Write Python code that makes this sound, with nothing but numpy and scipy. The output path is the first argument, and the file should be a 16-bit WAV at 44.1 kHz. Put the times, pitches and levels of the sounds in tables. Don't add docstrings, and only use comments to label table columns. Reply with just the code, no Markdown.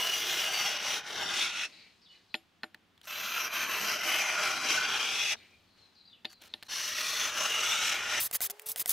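import sys
import numpy as np
from scipy import signal
from scipy.fft import rfft, irfft, next_fast_len
from scipy.io import wavfile
from scipy.ndimage import uniform_filter1d

SR = 44100
rng = np.random.default_rng(int(sys.argv[2]) if len(sys.argv) > 2 else 0)


def transcribe(signal):
    frames = np.atleast_2d(signal).T
    limited = np.clip(frames, -1, 1)
    pcm = np.round(limited * 32767).astype(np.int16)
    wavfile.write(sys.argv[1], SR, pcm)


def gain_from_decibels(decibels):
    exponent = np.asarray(decibels, float) / 20
    return 10 ** exponent


N = 393372
SPEED_UP_S = 8.2

# time_s, pressure_db, board_load_db
PULLS = [
    [(0.0, -36.5, -3), (0.3, -34, -6.5), (0.7, -34.5, -5.5), (0.93, -34, -7.5), (1.1, -44.5, 0.5),
     (1.27, -40, -1), (1.44, -27.5, -14.5), (1.652, -36, -12), (1.685, -64, 5)],
    [(3.07, -47, -7), (3.13, -41, -9.5), (3.44, -37, -4), (3.9, -34.5, -4.5), (4.12, -31.5, -6),
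     (4.72, -29, -3.5), (4.97, -35.5, 0.5), (5.335, -29, -13), (5.36, -75, 30)],
    [(6.682, -60.5, 11), (6.72, -41, -5), (7.05, -35.5, -10.5), (7.25, -35, -6), (7.45, -34.5, -4),
     (7.7, -31.5, -7), (7.9, -30.5, -9), (8.19, -35.5, -0.5), (8.21, -43, -6)],
]
# holder_db, blade_db, blade_fade_db, dulling_db, boom_place (0-1 along the strip)
GRIPS = [
    (-0.5, -10.5, 3, 19, 0.2),
    (-3.5, -9.5, 1, 11, 0.43),
    (0.5, -10, -1.5, 20, 0.55),
]
PART_EDGES_HZ = (1750, 3700, 7000)
LOAD_SHARE = (0.96, 0.2, 0.33, 0.14)
STALL_SHARE = (0.6, 0.9, 1.1, 1.4)
# pitch_hz, width_hz, level_db
RINGS_1 = [
    [(1320, 59, -9), (2104, 68, 4), (2910, 170, 6), (3290, 100, 1.5), (4740, 100, -7), (5820, 450, -7.5), (10600, 170, -11.5), (12400, 400, -10.5), (14500, 290, -9.5)],
    [(1448, 50, 1), (2520, 620, 3), (3340, 110, -2), (3760, 410, -5.5), (5580, 66, -0.5), (9530, 59, -9)],
]
RINGS_2 = [
    [(1380, 320, 0), (2610, 140, -4), (3210, 320, -3), (4050, 130, -4.5), (4800, 75, -7), (5970, 500, -9.5), (12380, 280, -1.5), (13600, 150, -12), (14550, 140, -8)],
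    [(1376, 270, -3), (2073, 57, -1.5), (2400, 160, 0), (4800, 66, -8.5), (5930, 430, -8.5), (10230, 180, -13.5), (11970, 970, -17)],
    [(2550, 160, -6), (3330, 330, -2), (4800, 93, -10), (5620, 120, -6.5), (7400, 120, -32), ],
]
RINGS_3 = [
    [(1840, 360, -0.5), (2960, 400, -2), (4320, 360, -4.5), (5780, 170, 0), (9700, 240, -12.5), (11600, 210, -14.5), (13000, 160, -17), (15000, 40, -18)],
    [(1326, 170, 1.5), (2400, 110, -3), (2780, 180, -1), (3400, 84, -6), (6260, 170, -8.5), (12900, 230, -14), (15300, 200, -17)],
    [(1423, 35, 2.5), (2200, 500, -1), (2870, 160, -15), (3830, 82, -3.5), (4570, 70, -20), (5700, 110, -3), (13040, 140, -9)],
]
# pitch_hz, level_db
RASP_COLOUR = [(59, -76), (100, -9.5), (702, -16), (1410, -3), (2900, 5.5), (4430, -8.5), (5840, -3.5),
               (8190, -11.5), (12800, -16), (15800, -18.5)]
# pitch_hz, width_hz, level_db
PLYWOOD = [(363, 23, -14.5), (463.8, 10.3, -5), (616.9, 9.6, 1), (798, 104, -11.5), (1033, 20, -12)]
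# time_s, dip_db, half_length_s
LIFTS = [(0.24, 3.5, 0.02), (0.505, 4.5, 0.016), (0.795, 6.5, 0.067), (1.03, 16, 0.029),
         (1.515, 8.5, 0.068), (3.499, 10.5, 0.027), (3.673, 3, 0.022), (4, 6.5, 0.046), (4.342, 4.5, 0.098),
         (4.596, 6.5, 0.083), (4.832, 4, 0.073), (6.933, 3, 0.03), (7.318, 5.5, 0.048), (7.6, 1.5, 0.1),
         (7.799, 5, 0.034), (8.018, 7.5, 0.088)]
# time_s, half_length_s, pitch_hz, glide_hz_per_s, level_db
BLOOMS = [(0.088, 0.091, 2870, 0, 9), (0.26, 0.11, 3390, 0, 6.5), (0.3, 0.11, 3640, 2000, 8.5),
          (0.56, 0.14, 2800, 800, 4), (0.11, 0.091, 4840, 0, 10), (0.5, .15, 770, 0, 7),
          (0.58, 0.091, 4600, 0, 9.5), (0.92, 0.059, 2030, 0, 8), (1.43, 0.049, 2600, 0, 5),
          (0.9, 0.13, 5900, 0, 7), (1.58, 0.14, 2580, 0, 7.5), (1.25, 0.073, 1570, 2, 5),
          (1.28, 0.19, 3600, 0, 7.5), (1.57, 0.16, 410, 0, 3.5), (1.3, 0.52, 835, 0, 6),
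          (3.69, 0.2, 1560, 0, 6), (3.48, 0.18, 2600, 0, 8), (3.43, 0.053, 5680, 0, 15.5),
          (3.96, 0.11, 5600, 0, 9.5), (3.6, 0.046, 5300, 0, 6), (4.07, 0.12, 2950, 0, 5),
          (3.92, 0.063, 4950, 0, 12), (4.26, 0.33, 646, 0, 8.5), (3.8, 0.092, 2840, 0, 3),
          (4.6, 0.18, 4070, 0, 8), (4.82, 0.16, 1540, 600, 7.5), (5.27, 0.083, 2590, 300, 6),
          (5.22, 0.09, 3350, 600, 4), (6.92, .1, 3050, 800, 6), (7.2, .1, 3450, 0, 7),
          (7.6, 0.22, 2915, 300, 10.5), (7.72, 0.13, 3560, 2500, 11), (7.68, 0.13, 5750, -600, 6.5),
          (7.9, .12, 4020, 0, 4.5)]
# time_s, half_length_s, pitch_hz, glide_hz_per_s, level_db
NULLS = [(.1, 0.13, 4670, 0, -7), (0.34, 0.088, 4600, 0, -10), (0.52, 0.09, 5300, 500, -9),
         (1.43, .08, 3030, 0, -10), (0.057, 0.083, 5200, 0, -6), (1.19, 0.2, 2430, -1500, -10),
         (1.2, 0.14, 6200, 0, -7), (1.63, .06, 4600, 0, -9), (1.11, 0.066, 1450, 0, -9),
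         (3.45, 0.36, 7750, -800, -17), (3.2, .3, 10800, -400, -5), (3.87, 0.26, 3430, 300, -11),
         (3.67, 0.14, 5030, -800, -12), (4.6, 0.22, 3540, 500, -16), (4.58, 0.12, 2700, 0, -7),
         (4.18, .12, 5480, -500, -10), (4.7, 0.044, 1450, 0, -9), (4.2, .2, 3900, 0, -7),
         (4.81, 0.42, 600, -2.5, -8.5), (4.92, .1, 5200, 0, -10), (5.1, 0.1, 1900, 0, -10),
         (6.8, 0.18, 410, 0, -7), (6.83, 0.23, 760, 0, -9), (7.15, 0.18, 2970, 0, -7),
         (7.4, 0.22, 4520, -600, -8), (7.55, 0.11, 4670, 0, -1), (7.73, 0.26, 5240, 0, -6),
         (7.2, .45, 10900, 500, -9), (6.9, .22, 13900, -800, -10), (7.3, .3, 8500, 0, -9),
         (8.03, .15, 12300, 0, -9), (7.95, .25, 15000, 0, -8), (7.15, .08, 7400, 0, -8),
         (1.49, 0.06, 1590, 0, -9), (4.17, .1, 4560, 0, -8), (5.3, 0.19, 3140, 300, -13)]
SLIPS_PER_S, TOUCH_SLIPS_PER_S = 11900, 1100
BLOOM_WIDTH_HZ, NULL_WIDTH_HZ, WIDER_PER_KHZ = 63, 97, 23
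BOOM_HZ, BOOM_LOSS_DB = 910, 5.5

# time_s, level_db
RUMBLE = [(0.0, -82), (1.31, -68.5), (1.81, -79), (2.73, -80), (5.12, -68), (5.95, -79), (8.19, -61.5),
          (8.5, -87), (8.53, -95), (8.64, -95), (8.68, -79), (8.9, -79)]
# pitch_hz, level_db
RUMBLE_COLOUR = [(20, -19.5), (50, -15), (105, -3.5), (140, -18), (220, -37)]
# pitch_hz, level_db
AIR_COLOUR = [(71, -48), (120, -25), (170, 0), (208, -3), (602, -13.5), (724, -11), (2220, -13.5),
              (3210, -13), (15800, -49)]
# pitch_hz, level_db
QUICK_AIR_COLOUR = [(120, -84), (200, -49), (408, -9), (472, -3.5), (3050, -9.5), (4240, -14.5),
                    (15800, -22.5)]
AIR_DB, QUICK_AIR_DB = -69.5, -60.5

# start_s, level_db, treble_db
RUSTLES = [
    (1.65, -49, -59.5),
    (2.1, -65, -72),
    (5.33, -50, -65.5),
    (5.76, -61, -74),
    (6.4, -51.5, -67),
]
# pitch_hz, level_db
RUSTLE_COLOUR = [(120, -32), (200, -5.5), (1410, -14), (3160, -8), (4160, -2), (15800, -34)]
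RUSTLE_RISE_S, RUSTLE_T60_S, REST_DB, REST_TREBLE_DB = 0.015, 1.19, -86, -86

# start_s, length_s, first_hz, last_hz, level_db
BLURRED_NOTES = [(1.68, 0.2, 2363, 2400, -62), (1.718, 0.11, 4200, 4290, -58.5),
                 (2.013, 0.04, 4900, 4600, -64), (2.082, 0.095, 4320, 4130, -66.5),
                 (2.105, 0.06, 2900, 2000, -67), (2.28, 0.053, 4330, 4150, -68),
                 (5.391, .07, 2370, 2350, -62.5), (5.661, .1, 4300, 4150, -73),
                 (5.942, 0.07, 4390, 4100, -65)]
# start_s, length_s, first_hz, last_hz, level_db
CLEAR_NOTES = [(2.044, 0.031, 4200, 3300, -62), (6.127, .055, 2960, 2550, -70),
               (6.26, 0.05, 4490, 4650, -60.5), (5.48, 0.064, 2400, 2360, -67),
               (5.78, 0.079, 4260, 4020, -67), (5.96, .06, 4600, 3950, -66),
               (6.043, 0.1, 4360, 3350, -61.5), (6.308, 0.072, 4250, 4060, -65),
               (6.49, 0.044, 4250, 3900, -63), (6.65, .04, 4100, 4150, -60)]
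# start_s, length_s, first_hz, last_hz, level_db
THIN_NOTES = [
    (2.083, 0.039, 2960, 2955, -59),
    (6.05, 0.035, 4800, 4750, -64),
    (6.125, 0.03, 2960, 2950, -66),
]
BLURRED_BLUR_HZ, CLEAR_BLUR_HZ, THIN_BLUR_HZ = 350, 100, 30

# start_s, peak_db, thud_hz, treble_db, board_db
KNOCKS = [(2.342, -18, 2520, -10.5, 9), (2.351, -25.5, 3360, -13, -29), (2.633, -24, 1800, -12, 11.5),
          (2.64, -29, 1470, -9, -28), (2.745, -37.5, 1930, 2, 7), (2.977, -51, 3400, 2, -14),
          (3.014, -49, 3060, 11, -8), (3.038, -46, 3940, -10, 9), (6.247, -31, 3340, -6, 17),
          (6.2523, -18.5, 3600, -14, -26), (6.329, -46, 3300, 8, -5), (6.538, -23, 3740, -13, 1.5),
          (6.626, -34, 2620, 5, 2), (6.631, -38.5, 4300, 7, -10)]
# pitch_hz, level_db, t60_s
BOARD = [(235, -3.5, 0.052), (331, -14.5, 0.16), (440, -11, 0.068), (609, -12.5, 0.11), (758, -15, 0.14),
         (870, 2.5, 0.032), (1430, -18, 0.08), (1800, 1, 0.042)]
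HOLDER_HZ = 4150
# start_s, lower_pair_db, upper_pair_db
CHIMES = [
    (2.352, -55, -59),
    (2.642, -65, -67),
    (6.254, -68, -69),
    (6.54, -76, -65),
]
# pitch_hz, level_db, t60_s
STEEL = [(5222, -8, .16), (7160, 0, .12), (9577, 0, .14), (11500, -4, .2)]
# start_s, length_s, first_db, last_db
TOUCHES = [(3.029, 0.045, -71, -60), (6.291, 0.05, -74, -65), (6.413, 0.072, -68, -71),
           (6.642, 0.035, -76, -70)]
# holder_db, blade_db, blade_fade_db, dulling_db, boom_place (0-1)
TOUCH_GRIP = (2, -1, -6, 10, 0)
TOUCH_LOAD_DB = 1
# start_s, peak_db
RATTLES = [(6.416, -50), (6.421, -44), (6.437, -48), (6.445, -52), (6.45, -52), (6.457, -51), (6.468, -56),
           (6.476, -55)]

# start_s, length_s, first_db, last_db
QUICK_STROKES = [(8.198, 0.082, -28.5, -31.5), (8.324, 0.028, -34, -30), (8.341, 0.032, -27, -26.5),
                 (8.41, 0.067, -29.5, -30), (8.499, 0.02, -36, -34), (8.657, 0.044, -37.5, -42.5),
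                 (8.686, 0.038, -35, -35.5), (8.713, 0.041, -46, -59), (8.761, 0.036, -43.5, -34),
                 (8.79, .04, -30.5, -30), (8.863, 0.041, -43, -33.5), (8.89, 0.053, -28.5, -27.5)]
# pitch_hz, level_db
QUICK_COLOUR = [(60, -27), (180, -22.5), (250, -26.5), (3150, -18.5), (3740, -12), (4300, -10), (4860, -5),
                (6990, -4), (14700, 3), (15800, 1)]
# pitch_hz, width_hz, level_db
QUICK_RINGS = [(4946, 290, 4), (6250, 150, 5), (8100, 400, 3), (11100, 800, 4), (14610, 580, 3.5)]
QUICK_RISE_S, QUICK_FALL_S, QUICK_ENDS_DB, QUICK_LOW_DB = 0.0056, 0.014, -13, -14
# start_s, peak_db, board_db
QUICK_KNOCKS = [(8.312, -21.5, -13), (8.406, -19, -6), (8.499, -21, -11), (8.596, -24.5, -19),
                (8.76, -18, -12.5), (8.859, -14, -13), (8.464, -26, -20)]
# pitch_hz, level_db, t60_s
QUICK_BOARD = [(719, -13.5, 0.042), (1536, -17.5, 0.035), (2010, -12, 0.029)]
# start_s, level_db
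GRABS = [(8.419, -29), (8.499, -33), (8.618, -43), (8.663, -35), (8.686, -27.5), (8.696, -29),
         (8.716, -25.5), (8.794, -30), (8.801, -25), (8.877, -28), (8.893, -17), (8.905, -19)]
# time_s, pitch_hz, level_db
HUM = [
    (8.42, 390, -67),
    (8.712, 444, -65.5),
    (8.9, 475, -77),
]

# pitch_hz, likeness (0-1)
LIKENESS = [(30, 0.98), (100, 1), (900, 0.97), (2200, 0.99), (3500, .95), (5500, 0.9), (10000, 0.82),
            (15000, 0.78)]
# pitch_hz, left_over_right_db
LEAN = [(61, 0.44), (3400, 0.5), (5500, 3), (9000, 0.54)]
# time_s, difference_db
ASIDE = [(0, -4), (0.5, -0.5), (1.66, 7.5), (3.07, -4.5), (5.36, 8), (6.69, -3), (8.19, 3.5), (8.21, -0.5),
         (8.52, -1), (8.64, -11)]
SIDE_DROP_DB, SIDE_KEPT_HZ = -18.5, 900
EDGE_HZ = 15760


def evened(x):
    return x / np.sqrt(np.mean(x ** 2) + 1e-20)


def read(points, hz):
    f, value = np.transpose(points)
    return np.interp(np.log(hz + 1), np.log(f + 1), value)


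def add(mix, s, sound):
    part = mix[round(s * SR):][:len(sound)]
    part += sound[:len(part)]


def shaped(x, gain):
    size = next_fast_len(x.shape[-1] + 4096)
    spectrum = rfft(x, size) * gain(np.fft.rfftfreq(size, 1 / SR))
    return irfft(spectrum, size)[..., :x.shape[-1]]


def parts(x, edges_hz):
    lows = [0 * x]
    for edge in edges_hz:
        lows.append(shaped(x, lambda hz: 1 / (1 + (hz / edge) ** 12)))
    lows.append(x)
    return [evened(b - a) for a, b in zip(lows, lows[1:])]


def patchy(x, patchy_db, frames, bins, size=256, body=None):
    hz, t, z = signal.stft(x, SR, nperseg=size, noverlap=size * 3 // 4)
    patches = uniform_filter1d(rng.standard_normal(z.T.shape), frames, 0)
    patches = uniform_filter1d(patches, bins, 1)
    z = z * gain_from_decibels(patchy_db * evened(patches).T)
    if body:
        z = z * body(hz[:, None], t / t[-1])
    return signal.istft(z, nperseg=size, noverlap=size * 3 // 4)[1][:len(x)]


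def slips(count, per_s, spread_db):
    chance, sign, strength = rng.random((count, 3)).T
    happens = chance < per_s / SR
    return happens * np.sign(sign - 0.5) * gain_from_decibels(-spread_db * np.log(strength + 0.032))


def played(rows):
    s, *columns = np.transpose(rows)
    t = np.arange(s[0], s[-1], 1 / SR)
    since_start = t - s[0] + (s[0] == 0)
    until_end = s[-1] - t + (s[-1] > N / SR - 0.01)
    fade = np.clip(np.minimum(since_start, until_end) / 0.004, 0, 1)
    return s[0], fade, [np.interp(t, s, c) for c in columns]


def rung(modes, t):
    return sum(gain_from_decibels(db - 60 * t / t60) * np.sin(2 * np.pi * hz * t) for hz, db, t60 in modes)


def two_part(rows, colour, edge_hz, per_s, spread_db, patchy_db):
    s, fade, columns = played(rows)
    hiss = shaped(slips(len(fade) + 512, per_s, spread_db), lambda hz: gain_from_decibels(read(colour, hz)))
    low, high = parts(patchy(hiss, patchy_db, frames=6, bins=5)[:len(fade)], [edge_hz])
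    return s, fade, low, high, columns


def passing_db(hz, t, table, width_hz):
    total_db = 0
    for at, half, f, glide, db in table:
        if t.min() - 0.1 < at < t.max():
            width = width_hz + WIDER_PER_KHZ * f / 1000
            off_pitch = (hz - f - glide * (t - at)) / width
            total_db = total_db + db * np.exp(-((t - at) / half) ** 2 - off_pitch ** 2)
    return total_db


def ringing(hz, modes):
    power = 0
    for f, width, db in modes:
        off_pitch = 2 * (hz - f) / (width + f * f / 2e6)
        power = power + gain_from_decibels(db) ** 2 / (1 + off_pitch ** 2) ** 1.06
    return power


def stroke(rows, rings, holder_db, blade_db, fade_db, dulling_db, boom_at, per_s):
    s, fade, (pressure_db, load_db) = played(rows)
    count = len(fade) + 2048

    def body(hz, place):
        power = gain_from_decibels(read(RASP_COLOUR, hz) - 9.5) ** 2 + ringing(hz, PLYWOOD)
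        for k, modes in enumerate(rings):
            nearness = np.clip(1 - abs(place * (len(rings) - 1) - k), 0, 1)
            power = power + nearness ** 0.79 * ringing(hz, modes)
        now = s + place * count / SR
        spot_db = passing_db(hz, now, BLOOMS, BLOOM_WIDTH_HZ) + passing_db(hz, now, NULLS, NULL_WIDTH_HZ)
        shade_db = dulling_db * place * np.clip(np.log2(hz / 9000 + 1e-9), 0, 1)
        held_down_db = BOOM_LOSS_DB * (place - boom_at) ** 2 / (1 + (hz / BOOM_HZ) ** 4)
        low_cut = hz ** 2 / (hz ** 2 + 120 ** 2)
        return np.sqrt(power) * low_cut * gain_from_decibels(spot_db - shade_db - held_down_db)

    drive = patchy(slips(count, per_s, 3.2), 0.89, frames=40, bins=5)
    rasp = patchy(drive, 2.38, frames=20, bins=5, size=2048, body=body)[:len(fade)]
    judder = evened(uniform_filter1d(rng.standard_normal(len(fade)), size=500))
    t = s + np.arange(len(fade)) / SR
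    stall_db = sum(db * np.exp(-((t - at) / half) ** 2) for at, db, half in LIFTS)
    held_db = (0, 0, holder_db, blade_db - fade_db * np.linspace(0, 1, len(t)))
    scrape = 0
    for part, held, load, stall in zip(parts(rasp, PART_EDGES_HZ), held_db, LOAD_SHARE, STALL_SHARE):
        scrape = scrape + gain_from_decibels(pressure_db + held + load * load_db - stall * stall_db) * part
    return s, fade * gain_from_decibels(0.97 * judder) * scrape


def rumble():
    s, fade, (db,) = played(RUMBLE)
    noise = rng.standard_normal(len(fade))
    return s, fade * gain_from_decibels(db) * evened(shaped(noise, lambda hz: gain_from_decibels(read(RUMBLE_COLOUR, hz))))


def air():
    quick = np.clip((np.arange(N) / SR - SPEED_UP_S) / 0.01, 0, 1)
    noise = rng.standard_normal(N) + 0.81 * rng.standard_normal((2, N))
    slow = gain_from_decibels(AIR_DB) * evened(shaped(noise, lambda hz: gain_from_decibels(read(AIR_COLOUR, hz))))
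    fast = gain_from_decibels(QUICK_AIR_DB) * evened(shaped(noise, lambda hz: gain_from_decibels(read(QUICK_AIR_COLOUR, hz))))
    return (1 - quick) * slow + quick * fast


def rustle():
    rows = [(0, 0), (SPEED_UP_S, SPEED_UP_S)]
    s, fade, low, high, (t,) = two_part(rows, RUSTLE_COLOUR, 3800, 6000, 1.8, 0.97)
    low_gain, high_gain = gain_from_decibels(REST_DB), gain_from_decibels(REST_TREBLE_DB)
    for at, db, treble_db in RUSTLES:
        swell = np.clip((t - at) / RUSTLE_RISE_S, 0, 1) * gain_from_decibels(-60 * np.maximum(t - at, 0) / RUSTLE_T60_S)
        low_gain = low_gain + gain_from_decibels(db) * swell
        high_gain = high_gain + gain_from_decibels(treble_db) * swell
    return s, fade * (gain_from_decibels(-9.5) * low_gain * low + gain_from_decibels(-1.5) * high_gain * high)


def bird(s, length, first_hz, last_hz, db, blur_hz):
    t = np.arange(0, length + 0.23, 1 / SR)
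    trill = np.sin(2 * np.pi * 28 * t)
    hz = np.interp(t, [0, length], [first_hz, last_hz]) + 0.556 * blur_hz * trill
    r = np.exp(-np.pi * max(2.1 * blur_hz, 10) / SR)
    noise = rng.standard_normal((len(t) + 2000, 2)) @ [1, 1j]
    blur = signal.lfilter([1], [1, -2 * r, r * r], noise)[-len(t):]
    swell = np.clip(t / 0.0081, 0, 1) * gain_from_decibels(-900 * np.maximum(t - length, 0) + 0.98 * trill)
    note = swell * evened((blur * np.exp(2j * np.pi * np.cumsum(hz) / SR)).real)
    echoes = rng.standard_normal(len(t)) * gain_from_decibels(-60 * t / 0.33)
    echoed = signal.fftconvolve(note, echoes / np.linalg.norm(echoes))[:len(t)]
    return s, gain_from_decibels(db) * (0.74 * note + 0.84 * echoed)


def knock(s, db, hz, treble_db, board_db):
    t = np.arange(SR // 5) / SR
    noise = rng.standard_normal(len(t))

    def crack_colour(f):
        band = (f / (f + 700)) ** 2 / (1 + (f / 4800) ** 10)
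        return band * (0.31 + 1 / (1 + ((f - hz) / 800) ** 2))

    crack = evened(shaped(noise, crack_colour))
    burst = (t / 0.0023) ** 1.12 * np.exp(1.47 * (1 - t / 0.0015))
    tones = 0.58 * np.sin(2 * np.pi * hz * t) + 0.3 * np.sin(2 * np.pi * HOLDER_HZ * t)
    blow = (tones + 0.34 * crack + gain_from_decibels(treble_db - 15.5) * noise) * burst
    dying = gain_from_decibels(-22.0 - 60 * t / 0.039) + gain_from_decibels(-36.5 - 60 * t / 0.21)
    tail = crack * dying * np.clip(t / 0.00052, 0, 1)
    boom = gain_from_decibels(board_db - 23.0) * rung(BOARD, t) * np.clip(t / 0.0043, 0, 1)
    return s, gain_from_decibels(db + 0.5) * (blow + tail + boom)


def chime(s, low_db, high_db):
    t = np.arange(SR // 4) / SR
    rings = gain_from_decibels(low_db) * rung(STEEL[:2], t) + gain_from_decibels(high_db) * rung(STEEL[2:], t)
    return s, rings * np.clip(t / 0.002, 0, 1)


def touch(s, length, first_db, last_db):
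    rows = [(s, first_db, TOUCH_LOAD_DB), (s + length, last_db, TOUCH_LOAD_DB)]
    return stroke(rows, RINGS_3, *TOUCH_GRIP, TOUCH_SLIPS_PER_S)


def rattle(s, db):
    return knock(s, db, 3100, 11, 8)


def quick_rings(x):
    def gain(hz):
        return gain_from_decibels(sum(db * np.exp(-((hz - f) / width) ** 2) for f, width, db in QUICK_RINGS))

    return evened(shaped(x, gain))


def quick_stroke(s, length, first_db, last_db):
    rows = [(s, first_db + QUICK_ENDS_DB),
            (s + min(QUICK_RISE_S, length / 4), first_db),
            (s + length - min(QUICK_FALL_S, length / 2), last_db),
            (s + length, last_db + QUICK_ENDS_DB)]
    s, fade, low, high, (db,) = two_part(rows, QUICK_COLOUR, 3800, 20000, 4.0, 2.6)
    return s, fade * gain_from_decibels(db) * (quick_rings(high) + gain_from_decibels(QUICK_LOW_DB) * low)


def quick_knock(s, db, board_db):
    t = np.arange(SR // 10) / SR
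    noise = shaped(rng.standard_normal(len(t)), lambda hz: hz ** 4 / (hz ** 4 + 900 ** 4))
    dying = gain_from_decibels(-60 * t / 0.0032) + 0.25 * gain_from_decibels(-60 * t / 0.018)
    tick = noise * dying * np.clip(t / 0.00034, 0, 1)
    return s, gain_from_decibels(db - 2.5) * (tick + gain_from_decibels(board_db + 3.5) * rung(QUICK_BOARD, t))


def grab(s, db):
    t = np.arange(SR // 20) / SR
    hiss = quick_rings(shaped(rng.standard_normal(len(t)), lambda hz: gain_from_decibels(read(QUICK_COLOUR, hz))))
    return s, gain_from_decibels(db - 60 * t / 0.034) * np.clip(t / 0.0011, 0, 1) * hiss


def engine_hum():
    s, fade, (hz, db) = played(HUM)
    flutter = evened(uniform_filter1d(rng.standard_normal(len(hz)), size=900))
    turn = 2 * np.pi * np.cumsum(hz) / SR + 0.44 * flutter[::-1]
    tones = np.sin(turn) + gain_from_decibels(-9) * np.sin(1.37 * turn) + gain_from_decibels(-6) * np.sin(2 * turn)
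    return s, fade * gain_from_decibels(db + 6 + 2.0 * flutter) * tones


def ports(x):
    taps = rng.standard_normal(2000) * gain_from_decibels(-60 * np.arange(2000) / SR / 0.04)
    other = signal.oaconvolve(x, taps / np.linalg.norm(taps))[:N]
    unlike = shaped(other, lambda hz: 0.5 * np.sqrt(1 - np.clip(read(LIKENESS, hz), 0, 1) ** 2))

    def lean_gain(hz):
        left_over_right = gain_from_decibels(read(LEAN, hz))
        return (left_over_right - 1) / (left_over_right + 1)

    lean = shaped(x, lean_gain) * (np.arange(N) < SPEED_UP_S * SR)
    side = patchy(np.pad(unlike + lean, (0, 2048)), 2.6, frames=14, bins=12, size=1024)[:N]
    side = side * gain_from_decibels(np.interp(np.arange(N) / SR, *np.transpose(ASIDE)))
    return np.array([x + side, x - side])


def scene():
    mix = np.zeros(N)
    for rows, rings, grip in zip(PULLS, (RINGS_1, RINGS_2, RINGS_3), GRIPS):
        add(mix, *stroke(rows, rings, *grip, SLIPS_PER_S))
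    add(mix, *rumble())
    add(mix, *rustle())
    for blur_hz, table in ((BLURRED_BLUR_HZ, BLURRED_NOTES), (CLEAR_BLUR_HZ, CLEAR_NOTES),
                           (THIN_BLUR_HZ, THIN_NOTES)):
        for row in table:
            add(mix, *bird(*row, blur_hz))
    for source, table in ((knock, KNOCKS), (chime, CHIMES), (touch, TOUCHES), (rattle, RATTLES),
                          (quick_stroke, QUICK_STROKES), (quick_knock, QUICK_KNOCKS), (grab, GRABS)):
        for row in table:
            add(mix, *source(*row))
    hum = np.zeros(N)
    add(hum, *engine_hum())
    return ports(mix) + air() + hum


def low_pass(x):
    return signal.sosfilt(signal.butter(12, 16770, fs=SR, output="sos"), x)


def record(dry):
    middle_and_side = np.array([dry[0] + dry[1], dry[0] - dry[1]]) / 2
    hz, t, z = signal.stft(middle_and_side, SR, nperseg=1024)
    mid, side = (abs(z[:, :512]) ** 2).reshape(2, 64, 8, -1).mean(2)
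    weak = (mid < gain_from_decibels(-33) ** 2 * mid[2:20].mean(0)) & (np.arange(64)[:, None] > 20)
    weak &= t < SPEED_UP_S
    faint = uniform_filter1d(side, size=5) < gain_from_decibels(SIDE_DROP_DB) ** 2 * uniform_filter1d(mid, size=5)
    faint &= hz[:512:8, None] > SIDE_KEPT_HZ
    z[:, :512] *= 1.0 - np.repeat([weak, weak | faint], 8, axis=1)
    mid, side = signal.istft(z, nperseg=1024)[1][:, :N]
    mix = shaped(np.array([mid + side, mid - side]), lambda hz: 1 / (1 + (hz / EDGE_HZ) ** 150))
    return low_pass(mix)


dry = scene()
out = record(dry)
transcribe(out)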